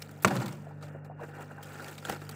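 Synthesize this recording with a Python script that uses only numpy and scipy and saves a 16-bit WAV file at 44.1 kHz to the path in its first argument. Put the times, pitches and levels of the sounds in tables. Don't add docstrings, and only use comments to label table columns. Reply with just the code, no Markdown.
import sys
import numpy as np
from scipy import signal
from scipy.fft import rfft, irfft, next_fast_len
from scipy.io import wavfile
from scipy.ndimage import uniform_filter1d, map_coordinates

SR = 44100
rng = np.random.default_rng(int(sys.argv[2]) if len(sys.argv) > 2 else 0)


def log_audio(samples):
    frames = np.atleast_2d(samples).T
    limited = np.clip(frames, -1, 1)
    pcm = np.round(limited * 32767).astype(np.int16)
    wavfile.write(sys.argv[1], SR, pcm)


N = 103635

# multiple, level/dB
HUM_HARMONICS = [(1, -64.5), (2, -48), (3, -44.5), (4, -61.5), (5, -64), (6, -62), (9, -65.5)]
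# t/s, gain/dB
HUM_ENVELOPE = [(0, -2.5), (.6, -1.5), (.9, 0.5), (1.7, -2), (1.95, -3), (2.2, 1.5), (2.35, 0.5)]
# f/Hz, gain/dB
WHIRR_SPECTRUM = [(12, -31), (30, -12), (75, -15.5), (125, -3), (175, -14.5), (215, -3), (334, -20),
                  (500, -10.5), (808, -19), (1050, -29.5), (2050, -45), (3000, -66.5), (4000, -79),
                  (13200, -120)]
# f/Hz, gain/dB
FROST_SPECTRUM = [(710, -53), (1200, -1), (1620, -13), (2240, -2.5), (4330, -17.5), (6180, -13), (7510, -8),
                  (10500, -17.5), (13300, -15.5), (15000, -14), (15800, -5.5)]
# f/Hz, width/Hz, gain/dB
LINER_MODES = [(302, 136, 4.5), (513, 182, 5.5), (808, 65, 7), (955, 69, 2), (1390, 170, 5),
               (1836, 236, -1), (2346, 300, -9), (2807, 72, -3.5)]
# t/s, level/dB
RUSTLE_ENVELOPE = [(0, -55), (.1, -58.5), (.2, -62.5), (.24, -56), (.3, -47.5), (.39, -48), (.45, -55.5),
                   (.55, -57.5), (.65, -66.5), (.79, -74), (.84, -58), (.95, -72), (1.02, -85),
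                   (1.18, -83.5), (1.21, -62.5), (1.35, -62.5), (1.42, -54.5), (1.46, -62), (1.6, -68.5),
                   (1.63, -53.5), (1.73, -54.5), (1.81, -52), (1.93, -51.5), (2.02, -57.5), (2.12, -43.5),
                   (2.19, -57), (2.27, -55.5), (2.35, -56)]
# t/s, level/dB
SCRAPE_ENVELOPE = [(0, -55), (.2, -57), (.27, -48), (.4, -43.5), (.5, -54), (.6, -60.5), (.7, -56.5),
                   (.78, -61.5), (.84, -55.5), (.95, -57), (1.05, -59.5), (1.17, -61.5), (1.23, -45),
                   (1.27, -57.5), (1.4, -46), (1.435, -44.5), (1.45, -55), (1.6, -51.5), (1.76, -49.5),
                   (1.92, -49), (2, -61), (2.11, -45.5), (2.16, -43.5), (2.185, -56), (2.35, -51.5)]
# f/Hz, width/Hz, gain/dB
PANEL_MODES = [(119, 20, 3), (200.7, 17, 7.5), (292, 40, -4), (351, 44, -4), (562, 60, -9.5),
               (980, 280, -14.5)]
# t/s, level/dB
RUMBLE_ENVELOPE = [(0.25, -22), (0.27, -25.5), (0.296, -30), (0.316, -29.5), (0.404, -32.5), (0.614, -49),
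                   (0.664, -62), (0.682, -86), (0.706, -53), (0.8, -83)]
# t/s, level/dB
BOOM_ENVELOPE = [(.24, -72), (.26, -35), (.3, -53), (.36, -35), (.4, -33.5), (.43, -38), (.46, -56),
                 (.55, -58), (.6, -76)]
# t/s, level/dB, f/Hz, t60/ms
KNOCK_EVENTS = [(0.264, -25, 204, 40), (0.308, -33.5, 760, 60), (0.421, -48, 910, 61),
                (0.668, -41, 670, 40), (0.709, -47.5, 805, 42), (0.834, -45, 586, 140),
                (0.948, -41.5, 537, 63), (0.959, -41.5, 580, 24), (1.097, -41, 640, 38),
                (1.109, -41, 750, 63), (1.194, -41.5, 960, 50), (1.204, -38, 246, 110),
                (1.21, -39, 594, 114), (1.219, -37.5, 462, 120), (1.231, -41.5, 1506, 76),
                (1.296, -53, 464, 96), (1.335, -50.5, 1534, 120), (1.383, -42, 802, 89),
                (1.505, -50, 1530, 54), (1.58, -39, 1516, 46), (1.583, -44.5, 814, 150),
                (1.699, -44, 1497, 52), (1.796, -40, 1438, 110), (1.858, -46.5, 1815, 60),
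                (1.882, -45, 1780, 44), (2.0505, -35.5, 1414, 48), (2.0965, -30, 198, 72),
                (2.0965, -27.5, 805, 35), (2.0965, -31.5, 458, 35), (2.0995, -40, 719, 68)]
# t/s, air level/dB, top-treble gain/dB, liner level/dB, length/ms
CRACK_EVENTS = [(0.02, -35, -1.5, -52, 7), (0.092, -47.5, -3, -43, 4), (0.1111, -57.5, 17, -66, 5.3),
                (0.2233, -42.5, 13, -47, 7.3), (0.234, -46, 18, -72, 4.4), (0.274, -32.5, -1, -31, 12),
                (0.281, -38, -2, -42, 5.7), (0.306, -41.5, -4, -32.5, 18), (0.353, -41.5, 8, -32, 7.5),
                (0.365, -34, -18, -35.5, 9.8), (0.4005, -46.5, 1, -47, 16), (0.416, -41.5, -4, -38, 18.5),
                (0.459, -39.5, 2, -43.5, 9.9), (0.48, -41.5, 0, -44.5, 13), (0.524, -42.5, 0, -75, 6.3),
                (0.8108, -61.5, -6, -53, 12), (0.825, -51, -6, -47.5, 22), (0.861, -57, -14, -73, 8.9),
                (0.8798, -59.5, -7, -49.5, 14), (1.0456, -62.5, 4.5, -53, 24.4),
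                (1.2335, -55.5, 5, -40.5, 9.4), (1.2822, -68, 10, -49.5, 28), (1.4067, -59, 7, -46.5, 20),
                (1.5097, -59, 3, -44.5, 14.4), (1.6278, -45, 6, -51, 12), (1.6686, -51, -4, -61, 6.3),
                (1.7858, -51, -7, -48.5, 7), (1.8, -47.5, -10, -41.5, 7), (1.822, -48, -2, -47, 7.5),
                (1.844, -37.5, -10, -47, 4), (1.861, -45, -3, -58, 6.1), (1.8808, -44.5, 2, -57, 10),
                (1.911, -55.5, 14, -49, 9.4), (1.9802, -39.5, -6, -49.5, 10.3),
                (2.0249, -52, -7, -43.5, 5.9), (2.05, -37.5, -1, -41, 12.3), (2.069, -46, -4, -42, 11),
                (2.0856, -44, -6, -32, 7), (2.0957, -27, -1.5, -29, 6.2), (2.11, -44, -6, -39, 10),
                (2.123, -39.5, -5, -35, 11), (2.136, -54, -10, -46, 6.2), (2.147, -42, -10, -55, 4.4),
                (2.161, -46, -12, -41, 4.4), (2.217, -50, 0, -41, 9.1), (2.292, -39, 5, -40.5, 7.5),
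                (2.311, -45, 6, -63, 6.8)]
# f/Hz, gain/dB, t60/s
LUMP_MODES = [(191, -8, 0.11), (435, 2.5, 0.023), (635, 0, 0.041), (1070, -6.5, 0.024), (1182, 9, 0.017),
              (1362, 5.5, 0.023), (1830, 4, 0.018), (2030, -0.5, 0.016)]

SHAFT_HZ, HUM_WAVER_DB, WHIRR_DB = 49.53, 1.94, -54.5
GRAINS_PER_S, GRAIN_SPREAD_DB = 2800, 8
SPLINTERS_PER_S, SPLINTER_HZ, SPLINTER_T60_CYCLES = 260, 4500, 24
KNOCK_RISE_S, KNOCK_ROUGHNESS, KNOCK_WANDER_RAD = 0.0012, 0.3, 0.75
CRACK_RISE_S, CRACK_FALL_POWER = 0.0006, 1.83
AIR_CLICK_DB, LINER_CLICK_DB = -0.5, 15
SNAP_S, SNAP_RING_DB = 0.2468, -14
BURST_DB, BURST_TOP_DB, BURST_T60_S = -10, -9.5, 0.031


def amp(db):
    return 10 ** (np.asarray(db) / 20)


def unit(x):
    return x / np.sqrt(np.mean(x ** 2) + 1e-20)


def envelope(rows, outside_db=None):
    times_s, db = np.transpose(rows)
    return amp(np.interp(np.arange(N) / SR, times_s, db, outside_db, outside_db))


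def wobble(rate_hz):
    knots = rng.standard_normal(int(N * rate_hz / SR) + 4)
    return map_coordinates(knots, [np.arange(N) * rate_hz / SR])


def tremor(samples):
    curve = unit(signal.fftconvolve(rng.standard_normal(samples), np.hanning(SR // 260), "same"))
    return curve - curve[0]


def filtered(x, response):
    size = next_fast_len(N + SR // 2)
    return irfft(rfft(x, size) * response(np.fft.rfftfreq(size, 1 / SR)), size)[..., :N]


def colour(spectrum):
    knots_hz, db = np.transpose(spectrum)
    return lambda hz: amp(np.interp(np.log(hz + 1), np.log(knots_hz + 1), db))


def resonant(modes):
    return lambda hz: sum((-1) ** k * amp(db) * 1j * hz * width / (f0 * f0 - hz * hz + 1j * hz * width)
                          for k, (f0, width, db) in enumerate(modes))


def top_treble(x, corner_hz=8600):
    return filtered(x, lambda hz: 1 / (1 + (corner_hz / (hz + 1)) ** 8))


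def patchy(x, depth_db):
    spectra = signal.stft(x, nperseg=256)[2]
    patches = uniform_filter1d(rng.standard_normal(spectra.shape), size=5, axis=0)
    patches = unit(uniform_filter1d(patches, size=7, axis=1))
    return unit(signal.istft(spectra * amp(depth_db * patches), nperseg=256)[1][:N])


def compressor():
    t = np.arange(N) / SR
    hum = np.zeros(N)
    for multiple, db in HUM_HARMONICS:
        gain = np.sqrt(2) * amp(db + HUM_WAVER_DB * wobble(2.6))
        hum += gain * np.sin(2 * np.pi * (multiple * SHAFT_HZ * t + rng.random()))
    whirr = unit(filtered(rng.standard_normal(N), colour(WHIRR_SPECTRUM)))
    return envelope(HUM_ENVELOPE) * hum + amp(WHIRR_DB + 0.19 * wobble(40)) * whirr


def liner(hz, cutoff_hz=2900):
    return resonant(LINER_MODES)(hz) / (1 + (hz / cutoff_hz) ** 8) ** .5


def grit(noise_ratio):
    hits = rng.random(N) < GRAINS_PER_S / SR
    grains = hits * rng.choice([-1, 1], N) * amp(GRAIN_SPREAD_DB * rng.standard_normal(N))
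    return unit(unit(grains) + noise_ratio * rng.standard_normal(N))


def splinters(per_s):
    count, t = int(per_s * N / SR), np.arange(SR // 60) / SR
    starts = rng.integers(0, N, (count, 1))
    pitch, size = rng.standard_normal((count, 2)).T[..., None]
    hz = np.clip(SPLINTER_HZ * np.exp(.25 * pitch), 2000, 14000)
    shapes = amp(1.8 * size - 60 * hz * t / SPLINTER_T60_CYCLES) * (1 - np.exp(-hz * t / 2))
    rings = shapes * np.sin(2 * np.pi * hz * t)
    positions = starts + np.arange(len(t))
    return unit(np.bincount(positions.ravel(), rings.ravel(), N + SR)[:N])


def fingers(splinter_db=-10):
    lumps = wobble(43.86)
    flutter = amp(1.6 * lumps + 2.2 * wobble(190))
    frost = patchy(filtered(grit(noise_ratio=2.4), colour(FROST_SPECTRUM)), depth_db=1.5)
    friction = amp(0.87 * lumps + .8 * wobble(24.97)) * grit(noise_ratio=1.8)
    scrape = patchy(filtered(friction, liner), depth_db=1.35)
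    rustle = unit(unit(flutter * frost) + amp(splinter_db) * splinters(SPLINTERS_PER_S))
    return envelope(RUSTLE_ENVELOPE) * rustle + envelope(SCRAPE_ENVELOPE) * scrape


def knocks():
    out, t = np.zeros(N + SR), np.arange(SR // 6) / SR
    for start_s, db, hz, t60_ms in KNOCK_EVENTS:
        rough = 1 + KNOCK_ROUGHNESS * tremor(len(t))
        tone = np.sin(2 * np.pi * hz * t + KNOCK_WANDER_RAD * tremor(len(t)))
        shape = amp(-60 * t / (t60_ms / 1000)) * (1 - np.exp(-t / KNOCK_RISE_S))
        out[round(start_s * SR):][:len(t)] += amp(db) * shape / shape.max() * rough * tone
    return out[:N]


def levelled(shape, noise):
    return shape * np.linalg.norm(shape) / np.linalg.norm(shape * noise)


def cracks(splinter_db=-8):
    air, drive, t = np.zeros(N + SR), np.zeros(N + SR), np.arange(SR // 20) / SR
    frost = patchy(filtered(grit(noise_ratio=1.6), colour(FROST_SPECTRUM)), depth_db=2.8)
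    frost += amp(splinter_db) * splinters(2 * SPLINTERS_PER_S)
    white = grit(noise_ratio=2.2)
    frost, top, white = (np.pad(x, (0, SR), "wrap") for x in (frost, top_treble(frost), white))
    for start_s, air_db, top_db, liner_db, length_ms in CRACK_EVENTS:
        start = round(start_s * SR)
        span = slice(start, start + len(t))
        shape = np.exp(-(1000 * t / length_ms) ** CRACK_FALL_POWER) * (1 - np.exp(-t / CRACK_RISE_S))
        fractures = frost[span] + (amp(top_db) - 1) * top[span]
        air[start:start + 4] += amp(air_db + AIR_CLICK_DB) * np.array([1, 1, -1, -1])
        air[span] += amp(air_db) * levelled(shape, frost[span]) * fractures
        drive[start] += amp(liner_db + LINER_CLICK_DB)
        drive[span] += amp(liner_db) * levelled(shape, white[span]) * white[span]
    return air[:N] + filtered(drive[:N], liner) / np.std(filtered(white[:N], liner))


def panel(boom_hz=126.2, waver_db=2.5):
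    crumbs = amp(.6 * wobble(40)) * rng.standard_normal(N)
    rumble = envelope(RUMBLE_ENVELOPE, outside_db=-120) * unit(filtered(crumbs, resonant(PANEL_MODES)))
    boom_gain = np.sqrt(2) * envelope(BOOM_ENVELOPE, outside_db=-120) * amp(-waver_db * wobble(30))
    phase_rad = 2 * np.pi * boom_hz * np.arange(N) / SR + 0.23 * wobble(25)
    return rumble + boom_gain * np.sin(phase_rad)


def snap():
    ring, burst_gain, t = np.zeros(N), np.zeros(N), np.arange(SR // 4) / SR
    start = round(SNAP_S * SR)
    span = slice(start, start + len(t))
    modes = sum(amp(db - 60 * t / t60_s) * np.sin(2 * np.pi * hz * t) for hz, db, t60_s in LUMP_MODES)
    ring[span] = amp(SNAP_RING_DB) * modes * (1 - np.exp(-t / 0.00084))
    burst_gain[span] = amp(BURST_DB - 60 * t / BURST_T60_S) * (1 - np.exp(-t / 0.00086))
    frost = unit(filtered(rng.standard_normal(N), colour(FROST_SPECTRUM)))
    return ring + burst_gain * (frost + (amp(BURST_TOP_DB) - 1) * top_treble(frost))


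def scene():
    return (compressor() + snap() + panel() + cracks() + knocks() + fingers())[None]


def record(dry):
    bass_hz, limit_hz, taper_hz = 85, 15900, 500
    highpass = lambda hz: (1j * hz / (bass_hz + 1j * hz)) ** 2
    lowpass = lambda hz: np.clip((limit_hz - hz) / taper_hz, 0, 1) ** 2
    return filtered(dry, lambda hz: highpass(hz) * lowpass(hz))


dry = scene()
out = record(dry)
log_audio(out)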